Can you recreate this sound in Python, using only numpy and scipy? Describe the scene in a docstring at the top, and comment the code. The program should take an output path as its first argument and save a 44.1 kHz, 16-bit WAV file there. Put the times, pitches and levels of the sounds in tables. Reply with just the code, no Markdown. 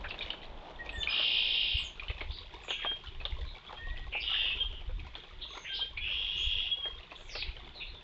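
"""Red-winged blackbirds sing at a stone garden fountain: whistles and rasps lead into three buzzy trills.
A trill is a rapid train of falling sweeps; a rasp is a tone whose pitch the syrinx shakes.
Other small birds add thin high calls and a slur. A weak jet drips and gurgles into the basin,
ringing as trapped bubbles. Under a distant hum, a far-off rush dies away and light gusts bump
the microphone. Walls and trees echo the song and the water."""
import sys
import numpy as np
from scipy import signal
from scipy.fft import rfft, irfft, next_fast_len
from scipy.io import wavfile
from scipy.ndimage import map_coordinates

SR = 44100
rng = np.random.default_rng(int(sys.argv[2]) if len(sys.argv) > 2 else 0)


def log_audio(samples):
    """Write samples as a 16-bit WAV file to the path given in sys.argv[1]."""
    # one column per channel
    frames = np.atleast_2d(samples).T
    # limit to full scale, then quantise
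    limited = np.clip(frames, -1, 1)
    pcm = np.round(limited * 32767).astype(np.int16)
    wavfile.write(sys.argv[1], SR, pcm)


N = 354123


def amp(db):
    """Decibels to gain."""
    return 10 ** (np.asarray(db) / 20)


def unit(x):
    """Scale to rms 1."""
    return x / np.sqrt(np.mean(x ** 2) + 1e-20)


def along(points, hz):
    """Interpolate (freq_hz, value) points on a log axis."""
    freq_hz, values = np.transpose(points)
    return np.interp(np.log(hz + 1), np.log(freq_hz + 1), values)


def wobble(rate_hz, size=N):
    """Smooth random curve, rate_hz knots per second."""
    knots = rng.standard_normal(int(size * rate_hz / SR) + 4)
    return map_coordinates(knots, [np.arange(size) * rate_hz / SR])


def swells(events, steady_db, spread_s):
    """Steady gain with a smooth rise around each (time_s, level_db) event."""
    t = np.arange(N) / SR
    power = sum(amp(db) ** 2 * np.exp(-((t - s) / spread_s) ** 2) for s, db in events)
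    return np.sqrt(amp(steady_db) ** 2 + power)


def filtered(x, response):
    """Apply a frequency response."""
    size = next_fast_len(len(x) + SR // 10)
    return irfft(rfft(x, size) * response(np.fft.rfftfreq(size, 1 / SR)), size)[:len(x)]


def coloured(x, spectrum):
    """Shape by a (freq_hz, gain_db) spectrum, at rms 1."""
    return unit(filtered(x, lambda hz: amp(along(spectrum, hz))))


def noise(spectrum, size=N):
    """Coloured noise at rms 1."""
    return coloured(rng.standard_normal(size), spectrum)


def add(track, start_s, sound):
    """Mix a sound in at start_s."""
    start = max(0, round(start_s * SR))
    track[start:start + len(sound)] += sound[:max(0, len(track) - start)]


# Echo decay: freq_hz, t60_s
ECHO_DECAY = [(500, 0.05), (3000, 0.38), (7000, 0.23)]


def outdoors(x, echo_db):
    """Direct sound plus scatter from walls and trees, at unchanged power."""
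    hz, t, spectra = signal.stft(rng.standard_normal(SR // 2), SR, nperseg=256)
    decay = amp(-60 * t / along(ECHO_DECAY, hz)[:, None])
    tail = signal.istft(spectra * decay, SR, nperseg=256)[1]
    response = np.pad(tail, (SR // 200, 0)) / np.linalg.norm(tail)
    echo = signal.fftconvolve(x, response)[:N]
    return (x + amp(echo_db) * echo) / np.hypot(1, amp(echo_db))


# Distant ambience: freq_hz, gain_db
GARDEN_SPECTRUM = [(76, -25.5), (130, 3.5), (253, -4), (307, -12), (359, 4.5), (518, -13.5), (974, -4.5),
                   (1120, -11), (1930, -9), (2510, -11), (3560, -7), (4710, -38.5), (6800, -34.5),
                   (8540, -49.5), (11100, -87.5), (18800, -120)]


def garden(hum_db=-61, hiss_db=-59, crossover_hz=1800):
    """A wavering distant hum under a faint, steady hiss."""
    ambience = noise(GARDEN_SPECTRUM)
    hum = filtered(ambience, lambda hz: 1 / (1 + (hz / crossover_hz) ** 4))
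    hiss = ambience - hum
    return hum * amp(hum_db + 2 * wobble(16)) + hiss * amp(hiss_db)


# Far-off rush: freq_hz, gain_db
RUSH_SPECTRUM = [(80, -13.5), (150, -2), (220, -3.5), (450, -1.5), (850, 0), (1300, -11.5), (2200, -19),
                 (5000, -55)]


def rush(level_db=-53.5, hold_s=1.32, fade_db_per_s=21):
    """A dull far-off rush, perhaps traffic, holds and then dies away."""
    fading_s = np.maximum(np.arange(N) / SR - hold_s, 0)
    return noise(RUSH_SPECTRUM) * amp(level_db - fade_db_per_s * fading_s)


# Wind rumble: freq_hz, gain_db
WIND_SPECTRUM = [(11, -31), (18, 4.5), (59, -2.5), (74, -7), (183, -30), (267, -37.5), (300, -26),
                 (390, -60.5), (660, -120)]
# Gusts, peaking lag_s after their time: time_s, puff_db, puff_hz, gust_db
GUSTS = [(.05, -38, 48.7, -46), (0.961, -29.5, 55.2, -46), (1.729, -22.5, 54, -48),
         (2.079, -24.5, 54, -46.5), (2.279, -28.5, 55.7, -43.5), (3.065, -33.5, 54.7, -50.5),
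         (3.308, -24.5, 41.8, -41), (3.95, -30, 23.8, -42), (4.678, -29, 24, -42.5),
         (4.861, -24.5, 35.3, -43.5), (5.009, -29, 45, -41), (6.052, -36, 50, -43),
         (6.45, -21, 25.5, -43.5), (7.469, -25.5, 35, -44)]


def wind(breeze_db=-53.5, gust_s=0.13, puff_width_s=0.0039, lag_s=0.025):
    """Each gust swells the rumble and bumps the microphone with a low puff."""
    gusts = swells([(s + lag_s, gust_db) for s, _, _, gust_db in GUSTS], breeze_db, gust_s)
    eddies = amp(3 * wobble(12))
    rumble = noise(WIND_SPECTRUM) * gusts * eddies
    t = np.arange(SR // 8) / SR - 1 / 16
    for time_s, puff_db, puff_hz, _ in GUSTS:
        puff = np.sin(2 * np.pi * puff_hz * t) / np.cosh(t / puff_width_s)
        add(rumble, time_s + lag_s + t[0], amp(puff_db) * puff)
    return rumble


def bubble(t, hz, cycles, rise=0.017):
    """A trapped bubble rings for a few cycles while its pitch rises."""
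    age = t * hz / cycles
    pitch_hz = hz * (1 + rise * np.tanh(age - 1))
    envelope = np.exp(-age) * (1 - np.exp(-t * hz / 2))
    return envelope * np.sin(2 * np.pi * np.cumsum(pitch_hz) / SR)


# Gushes: start_s, length_s, bubble_hz, level_db
GUSHES = [(0.038, .035, 1890, -45), (.082, 0.024, 3600, -51), (0.301, 0.0081, 3000, -65),
          (0.416, 0.039, 3170, -55), (0.617, 0.094, 735, -54), (1.059, 0.18, 1473, -49.5),
          (2.085, .03, 2800, -46), (2.817, 0.044, 2270, -47.5), (3.69, 0.064, 1062, -52.5),
          (4.339, 0.036, 2260, -43), (6.058, 0.072, 1930, -57), (7.29, 0.22, 2810, -50.5)]


def gushes(bubbles_per_s=900, spread=0.2):
    """A gush from the jet churns up a short swarm of like-sized bubbles."""
    water, t = np.zeros(N), np.arange(SR // 50) / SR
    for start_s, length_s, bubble_hz, level_db in GUSHES:
        swarm = np.zeros(int(length_s * SR) + len(t))
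        for when, pitch, strength in rng.random((int(bubbles_per_s * length_s), 3)):
            ring_hz = bubble_hz * np.exp(spread * np.pi * (pitch - 0.5))
            add(swarm, when * length_s, strength * bubble(t, ring_hz, cycles=6.3))
        add(water, start_s, amp(level_db) * unit(swarm))
    return outdoors(water, echo_db=-18)


# Surface splash: freq_hz, gain_db
SPLASH_SPECTRUM = [(300, -35), (1200, -12), (2200, -1.5), (3400, 6.5), (4300, 1), (5500, -26.5),
                   (7500, -47), (9000, -70)]
# Basin slap: freq_hz, gain_db
SLAP_SPECTRUM = [(120, -52), (300, 3), (600, 5), (1200, 1), (2500, -5), (6000, -46)]
# Heavy drops, and at 5.972 s a sharp click that sounds with the onset of a bird's note: start_s, level_db,
# ring_hz, slap_relative_db
HEAVY_DROPS = [(.041, -37.5, 2490, -16), (.107, -28, 2680, -18), (.141, -40.5, 2880, -4),
               (.207, -28.5, 2434, -19), (.221, -28, 3650, -18), (.302, -23.5, 3025, -23),
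               (.891, -30.5, 2550, -16), (1.03, -23.5, 3035, -27), (1.995, -30.5, 2440, -38),
               (2.03, -40, 2410, -16), (2.081, -30, 3000, -38), (2.099, -34.5, 2550, -7),
               (2.179, -39, 2520, -18), (2.206, -32, 2260, -19), (2.211, -31.5, 2200, -5.5),
               (2.307, -33.5, 3550, -23), (2.385, -32.5, 3890, -36), (2.538, -45, 2890, -35),
               (2.68, -35, 2440, -6.5), (2.703, -24.5, 3160, -9), (3.07, -35, 3036, -31),
               (3.201, -36, 2580, -24), (3.21, -40.5, 2520, -4), (3.251, -24, 3580, -15),
               (4.124, -36.5, 2930, -10.5), (4.993, -40, 2520, -37), (5.151, -32, 3490, -11.5),
               (5.235, -43.5, 3400, -4.5), (5.421, -39, 3400, -29), (5.569, -46, 2060, 1),
               (5.972, -29.5, 2340, -24), (7.03, -41.5, 2900, -29), (7.116, -40.5, 2660, -3.5),
               (7.158, -39, 3380, -22), (7.207, -42, 3300, -12), (7.351, -33.5, 2680, -4.5),
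               (7.423, -29.5, 2530, -20.5), (7.565, -39, 3080, -11), (7.644, -41, 3520, -26)]


def drops(crack_t60_s=0.072, spray_t60_s=0.15, slap_t60_s=0.078, half_band_hz=750, attack_s=0.00066):
    """Each drop opens a ringing cavity in the surface, slaps the basin and throws spray."""
    water, t = np.zeros(N), np.arange(SR // 8) / SR
    attack = np.tanh(t / attack_s) ** 2
    crack = amp(-15 - 60 * t / crack_t60_s)
    for start_s, level_db, ring_hz, slap_db in HEAVY_DROPS:
        spray = amp(-20 - 60 * t / spray_t60_s + 4 * wobble(330, len(t)))
        resonance = lambda hz: 1 / np.hypot(1, (hz - ring_hz) / half_band_hz)
        cavity = unit(filtered(noise(SPLASH_SPECTRUM, len(t)), resonance))
        splash = cavity * (crack + spray)
        slap = noise(SLAP_SPECTRUM, len(t)) * amp(slap_db + 0.5 - 60 * t / slap_t60_s)
        ring = 1.4 * bubble(t, ring_hz, cycles=12)
        add(water, start_s + 0.00091, amp(level_db) * (splash + slap + ring) * attack)
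    return water


# Big bubbles: start_s, level_db, ring_hz
BIG_BUBBLES = [(0.044, -32.5, 1650), (0.334, -36, 1680), (1.196, -33, 630), (2.847, -25.5, 1166),
               (2.857, -34.5, 686), (2.914, -33, 1630), (3.694, -41, 1090), (3.729, -38.5, 840),
               (4.149, -32, 824), (4.346, -54, 1990), (4.458, -39.5, 1040), (4.892, -41, 507),
               (6.856, -33, 1740)]


def gurgles(slosh_t60_s=0.071, attack_s=0.00066):
    """Big bubbles under the jet ring briefly, each with a dull slosh."""
    water, t = np.zeros(N), np.arange(SR // 8) / SR
    for start_s, level_db, ring_hz in BIG_BUBBLES:
        slosh = noise(SLAP_SPECTRUM, len(t)) * amp(-7.5 - 60 * t / slosh_t60_s)
        ring = 1.46 * bubble(t, ring_hz, cycles=4.4)
        add(water, start_s, amp(level_db) * (slosh + ring) * np.tanh(t / attack_s))
    return water


# Trickling water: freq_hz, gain_db
TRICKLE_SPECTRUM = [(180, -41), (300, -3.5), (397, -11.5), (715, -13), (1060, -9.5), (1590, -17),
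                    (2520, -5.5), (2780, -8), (3580, -2.5), (5530, -18.5), (7320, -27), (8540, -51),
                    (11100, -91), (18800, -120)]


def trickle(droplets_per_s=400, flow_db=-55.5, clump_db=3.8, tick_s=0.0012, fizz=0.35):
    """The jet breaks into clumps of droplets, each a tick and a bubble, over a soft fizz."""
    water, t = np.zeros(N), np.arange(SR // 50) / SR
    for when, pitch, smallness in rng.random((int(droplets_per_s * N / SR), 3)):
        strength = (smallness + 0.05) ** -0.6
        tick = 0.4 * rng.standard_normal(len(t)) * np.exp(-t / tick_s)
        ring = bubble(t, 400 * 9.5 ** pitch, cycles=2 + 4 * pitch)
        add(water, when * N / SR, strength * (tick + ring))
    clumps = unit(water * amp(clump_db * wobble(35)))
    patter = coloured(clumps + fizz * rng.standard_normal(N), TRICKLE_SPECTRUM)
    # The flow swells around each gush and heavy drop.
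    churns = [(s + length_s / 2, db - 10.5) for s, length_s, _, db in GUSHES]
    spatters = [(s, db - 37) for s, db, _, _ in HEAVY_DROPS]
    flow = swells(churns + spatters, flow_db, spread_s=0.2)
    return outdoors(patter * flow, echo_db=-6.5)


def buzz(pitch_hz, depth_hz, warble_hz=175, unsteady=0.13):
    """The syrinx shakes the pitch so fast and unevenly that the note buzzes."""
    rate_hz = warble_hz * (1 + unsteady * wobble(150, len(pitch_hz)))
    warble = np.sin(2 * np.pi * np.cumsum(rate_hz) / SR)
    shake = 0.77 * warble + 0.28 * wobble(700, len(pitch_hz))
    return np.sqrt(2) * np.sin(2 * np.pi * np.cumsum(pitch_hz + depth_hz * shake) / SR)


def buzzy_notes(notes):
    """Gliding buzzes that fade softly in and out."""
    song = np.zeros(N)
    for start_s, length_s, start_hz, end_hz, depth_hz, level_db in notes:
        progress = np.linspace(-0.5, 1.5, int(2 * length_s * SR))  # room for the fades
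        envelope = np.exp(-0.5 * np.abs(2 * progress - 1) ** 4)
        pitch_hz = start_hz + (end_hz - start_hz) * progress
        add(song, start_s - length_s / 2, amp(level_db) * envelope * buzz(pitch_hz, depth_hz))
    return song


# Two-note calls: main_start_s, lead_hz, main_hz, level_db
TWO_NOTE_CALLS = [(.984, 7800, 6960, -57.5), (1.838, 7950, 6890, -55), (2.691, 7230, 6870, -53.5)]


def high_calls(lead_s=0.058, lead_db=-9.5, note_s=0.042, fall_hz=437, depth_hz=370):
    """A small bird's thin call: a soft lead-in, then a lower, louder note; both fall."""
    notes = []
    for main_s, lead_hz, main_hz, level_db in TWO_NOTE_CALLS:
        notes.append((main_s - lead_s, note_s, lead_hz, lead_hz - fall_hz, depth_hz, level_db + lead_db))
        notes.append((main_s, note_s, main_hz, main_hz - fall_hz, depth_hz, level_db))
    return outdoors(buzzy_notes(notes), echo_db=-1)


# Slur contour: time_s, pitch_hz, level_db
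SLUR_CONTOUR = [(7.16, 6800, -73), (7.27, 6900, -71), (7.32, 5220, -49.5), (7.37, 4530, -43.5),
                (7.43, 3810, -38), (7.46, 3930, -67)]


def slur(depth_hz=700):
    """A buzzy call that grows louder as it falls by nearly an octave."""
    time_s, pitch_hz, level_db = np.transpose(SLUR_CONTOUR)
    t = np.arange(N) / SR
    sounding = (t > time_s[0]) & (t < time_s[-1])
    envelope = sounding * amp(np.interp(t, time_s, level_db))
    return outdoors(envelope * buzz(np.interp(t, time_s, pitch_hz), depth_hz), echo_db=-4)


# Warbled notes: start_s, length_s, start_hz, end_hz, depth_hz, level_db (before gain_db)
RASP_NOTES = [(2.32, 0.063, 4200, 4100, 730, -49.5), (2.693, 0.055, 3074, 2976, 627, -37.5),
              (2.793, 0.067, 2812, 3057, 676, -42.5), (3.463, 0.056, 3790, 3870, 303, -53),
              (4.131, 0.052, 2700, 2553, 341, -34.5), (4.205, 0.024, 4810, 4900, 380, -47),
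              (4.301, 0.049, 1317, 1333, 150, -47.5), (4.39, 0.075, 1784, 1783, 111, -51),
              (4.58, 0.052, 3200, 3176, 400, -40.5), (4.69, 0.1, 3173, 3040, 266, -51),
              (5.417, 0.029, 3515, 3566, 505, -41), (5.463, .11, 3715, 3690, 400, -53.5),
              (5.5, 0.11, 6400, 6370, 190, -63), (5.58, 0.075, 6500, 6280, 190, -59),
              (5.649, 0.048, 2374, 2850, 667, -41.5), (5.732, .08, 3407, 3380, 550, -38.5),
              (5.74, .045, 4640, 4610, 750, -47), (5.972, .03, 2415, 2400, 201, -39),
              (6.033, .089, 2750, 2900, 360, -38.5), (6.377, .08, 6350, 6700, 330, -58.5),
              (7.752, 0.043, 4200, 3850, 280, -50), (7.797, 0.032, 3800, 3430, 149, -44),
              (7.807, 0.029, 2645, 2623, 260, -42), (7.87, 0.033, 4100, 3850, 300, -52),
              (7.945, .04, 3620, 3490, 120, -52)]


def rasps(gain_db=0.5):
    """Short, fast-warbled notes around the trills."""
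    return outdoors(amp(gain_db) * buzzy_notes(RASP_NOTES), echo_db=-3)


# Pure notes: start_s, length_s, start_hz, end_hz, level_db, undertone_relative_db
WHISTLE_NOTES = [(0.788, 0.064, 1886, 1876, -42, -35), (0.924, 0.087, 1880, 1770, -45.5, -29),
                 (0.946, 0.071, 3530, 3570, -49.5, -29), (1.003, 0.041, 3520, 3574, -35, -12),
                 (1.073, 0.0048, 2400, 2460, -23.5, -37), (1.08, .031, 2426, 2540, -33.5, -38),
                 (1.095, .04, 5010, 4980, -45, -19), (2.748, 0.16, 3280, 3227, -44, -11),
                 (2.857, 0.072, 3226, 3203, -32.5, -20.5), (3.662, 0.047, 3330, 3460, -51, -32),
                 (3.764, 0.046, 3235, 3265, -48, -26), (3.773, 0.23, 1800, 1972, -47.5, -26),
                 (3.944, 0.14, 2000, 1866, -54.5, -24), (4.597, 0.044, 3225, 3150, -30.5, -29),
                 (5.158, 0.084, 3270, 3340, -56.5, -27), (5.685, 0.098, 3160, 3180, -38.5, -8.5),
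                 (5.803, 0.05, 3170, 3195, -32.5, -17.5), (6.005, 0.055, 3320, 3450, -40.5, -24),
                 (6.71, 0.051, 3330, 3289, -27, -44), (6.822, 0.071, 3235, 3240, -33, -28)]


def whistles(waver_hz=18, flutter_db=1.5, wall_delay_s=0.042, wall_db=-12.5):
    """Clean, nearly level notes over a weak undertone an octave down; a wall repeats each."""
    song = np.zeros(N)
    for start_s, length_s, start_hz, end_hz, level_db, undertone_db in WHISTLE_NOTES:
        progress = np.linspace(0, 1, int(length_s * SR))
        pitch_hz = start_hz + (end_hz - start_hz) * progress + waver_hz * wobble(200, len(progress))
        envelope = np.sin(np.pi * progress ** 0.75)  # quick swell, slower fade
        gain = amp(level_db + flutter_db * wobble(99, len(progress)))
        phase = 2 * np.pi * np.cumsum(pitch_hz) / SR
        note = np.sqrt(2) * envelope * gain * (np.sin(phase) + amp(undertone_db) * np.sin(phase / 2))
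        add(song, start_s, note)
        add(song, start_s + wall_delay_s, amp(wall_db) * note)
    return outdoors(song, echo_db=-10)


def syllables(start_s, length_s, rate_hz, sweep_s_per_octave, jitter_s, spectrum):
    """A train of tiny falling sweeps: low frequencies leave the syrinx later than high ones."""
    times_s = np.arange(start_s, start_s + length_s, 1 / rate_hz)
    jitter, strength, drift = rng.standard_normal((len(times_s), 3)).T
    times_s += jitter_s * jitter + 0.000035 * np.cumsum(drift)
    pulses = np.bincount(np.round(times_s * SR).astype(int), amp(1.5 * strength), N)
    delay_s = lambda hz: sweep_s_per_octave * np.log2(4000 / np.clip(hz, 1500, 6000))
    sweeps = filtered(pulses, lambda hz: np.exp(-2j * np.pi * hz[1] * np.cumsum(delay_s(hz))))
    duty = len(times_s) / rate_hz * SR / N
    return coloured(sweeps, spectrum) * np.sqrt(duty)  # rms 1 while sounding


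# Trills: start_s, length_s, level_db, swell_db_per_s, opening_offset_hz, closing_offset_hz
TRILL_PHRASES = [(1.088, .705, -29.5, -6, 21, -64.5), (4.22, 0.31, -32.5, -4, 220.5, -170),
                 (6.011, .675, -36.5, 3, -260, 6.5)]
# Timbre, one list per trill: freq_hz, gain_db
TRILL_SPECTRA = [
    [(1000, -59.5), (1700, -29), (2100, -20.5), (2400, -10), (2660, -3), (2750, -2), (3160, 2.5),
     (3280, 1.5), (3790, -5.5), (4010, -13.5), (4400, -18), (5150, -18), (5600, -36), (5800, -68.5),
     (7540, -70.5), (12800, -120)],
    [(1000, -38.5), (1700, -23.5), (1750, -22.5), (1910, -20), (2420, -17), (2780, 2.5), (2920, 1),
     (3060, -1.5), (3600, -3.5), (4060, -30.5), (4750, -29.5), (5230, -30.5), (5700, -52), (7410, -69),
     (12500, -120)],
    [(1120, -42), (1900, -29), (2190, -29), (2590, -10), (2790, -0.5), (3030, -3), (3280, 1), (3390, -1),
     (3520, -6), (4010, -25.5), (4900, -36), (5360, -31.5), (5800, -40.5), (7540, -72), (12800, -120)],
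]
# Syllables and sound path per trill: rate_hz, sweep_s_per_octave, jitter_s, bounce_s, echo_db
TRILL_DELIVERY = [(57.6, 0.014, 0.00025, 0.0032, 3), (106.2, 0.004, .0001, 0.0031, 0.5),
                  (97.6, 0.004, 0.000077, 0.00242, 2.5)]


def trills(onset_db=-8, attack_s=0.041, settle_s=0.09, ending_db=-1.5, ending_s=0.06, bounce_gain=0.41):
    """A blackbird's trill starts softly, settles on its pitch, then bends and dips slightly at the end."""
    song, t = np.zeros(N), np.arange(N) / SR
    for phrase, spectrum, delivery in zip(TRILL_PHRASES, TRILL_SPECTRA, TRILL_DELIVERY):
        start_s, length_s, level_db, swell_db_per_s, opening_hz, closing_hz = phrase
        rate_hz, sweep_s_per_octave, jitter_s, bounce_s, echo_db = delivery
        age_s = np.clip(t - start_s, 0, length_s)
        ending = np.exp((age_s - length_s) / ending_s)
        shape_db = swell_db_per_s * age_s + onset_db * np.exp(-age_s / attack_s) + ending_db * ending
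        bend_hz = opening_hz * np.exp(-age_s / settle_s) + closing_hz * ending
        train = syllables(start_s, length_s, rate_hz, sweep_s_per_octave, jitter_s, spectrum)
        analytic = signal.hilbert(train, next_fast_len(N))[:N]
        voice = np.real(analytic * np.exp(2j * np.pi * np.cumsum(bend_hz) / SR))
        ground_bounce = bounce_gain * np.roll(voice, round(bounce_s * SR))  # combs the spectrum
        song += outdoors((voice + ground_bounce) * amp(level_db + shape_db), echo_db)
    return song


def scene():
    """Birds, fountain and air at one microphone."""
    birds = trills() + whistles() + rasps() + high_calls() + slur()
    fountain = outdoors(drops() + gurgles(), echo_db=-11.5) + gushes() + trickle()
    air = garden() + wind() + rush()
    return (birds + fountain + air)[None]


def record(dry, cutoff_hz=8700):
    """Steep low-pass at the band limit."""
    low_pass = lambda hz: 1 / np.sqrt(1 + (hz / cutoff_hz) ** 80)
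    return np.array([filtered(channel, low_pass) for channel in dry])


dry = scene()
out = record(dry)
log_audio(out)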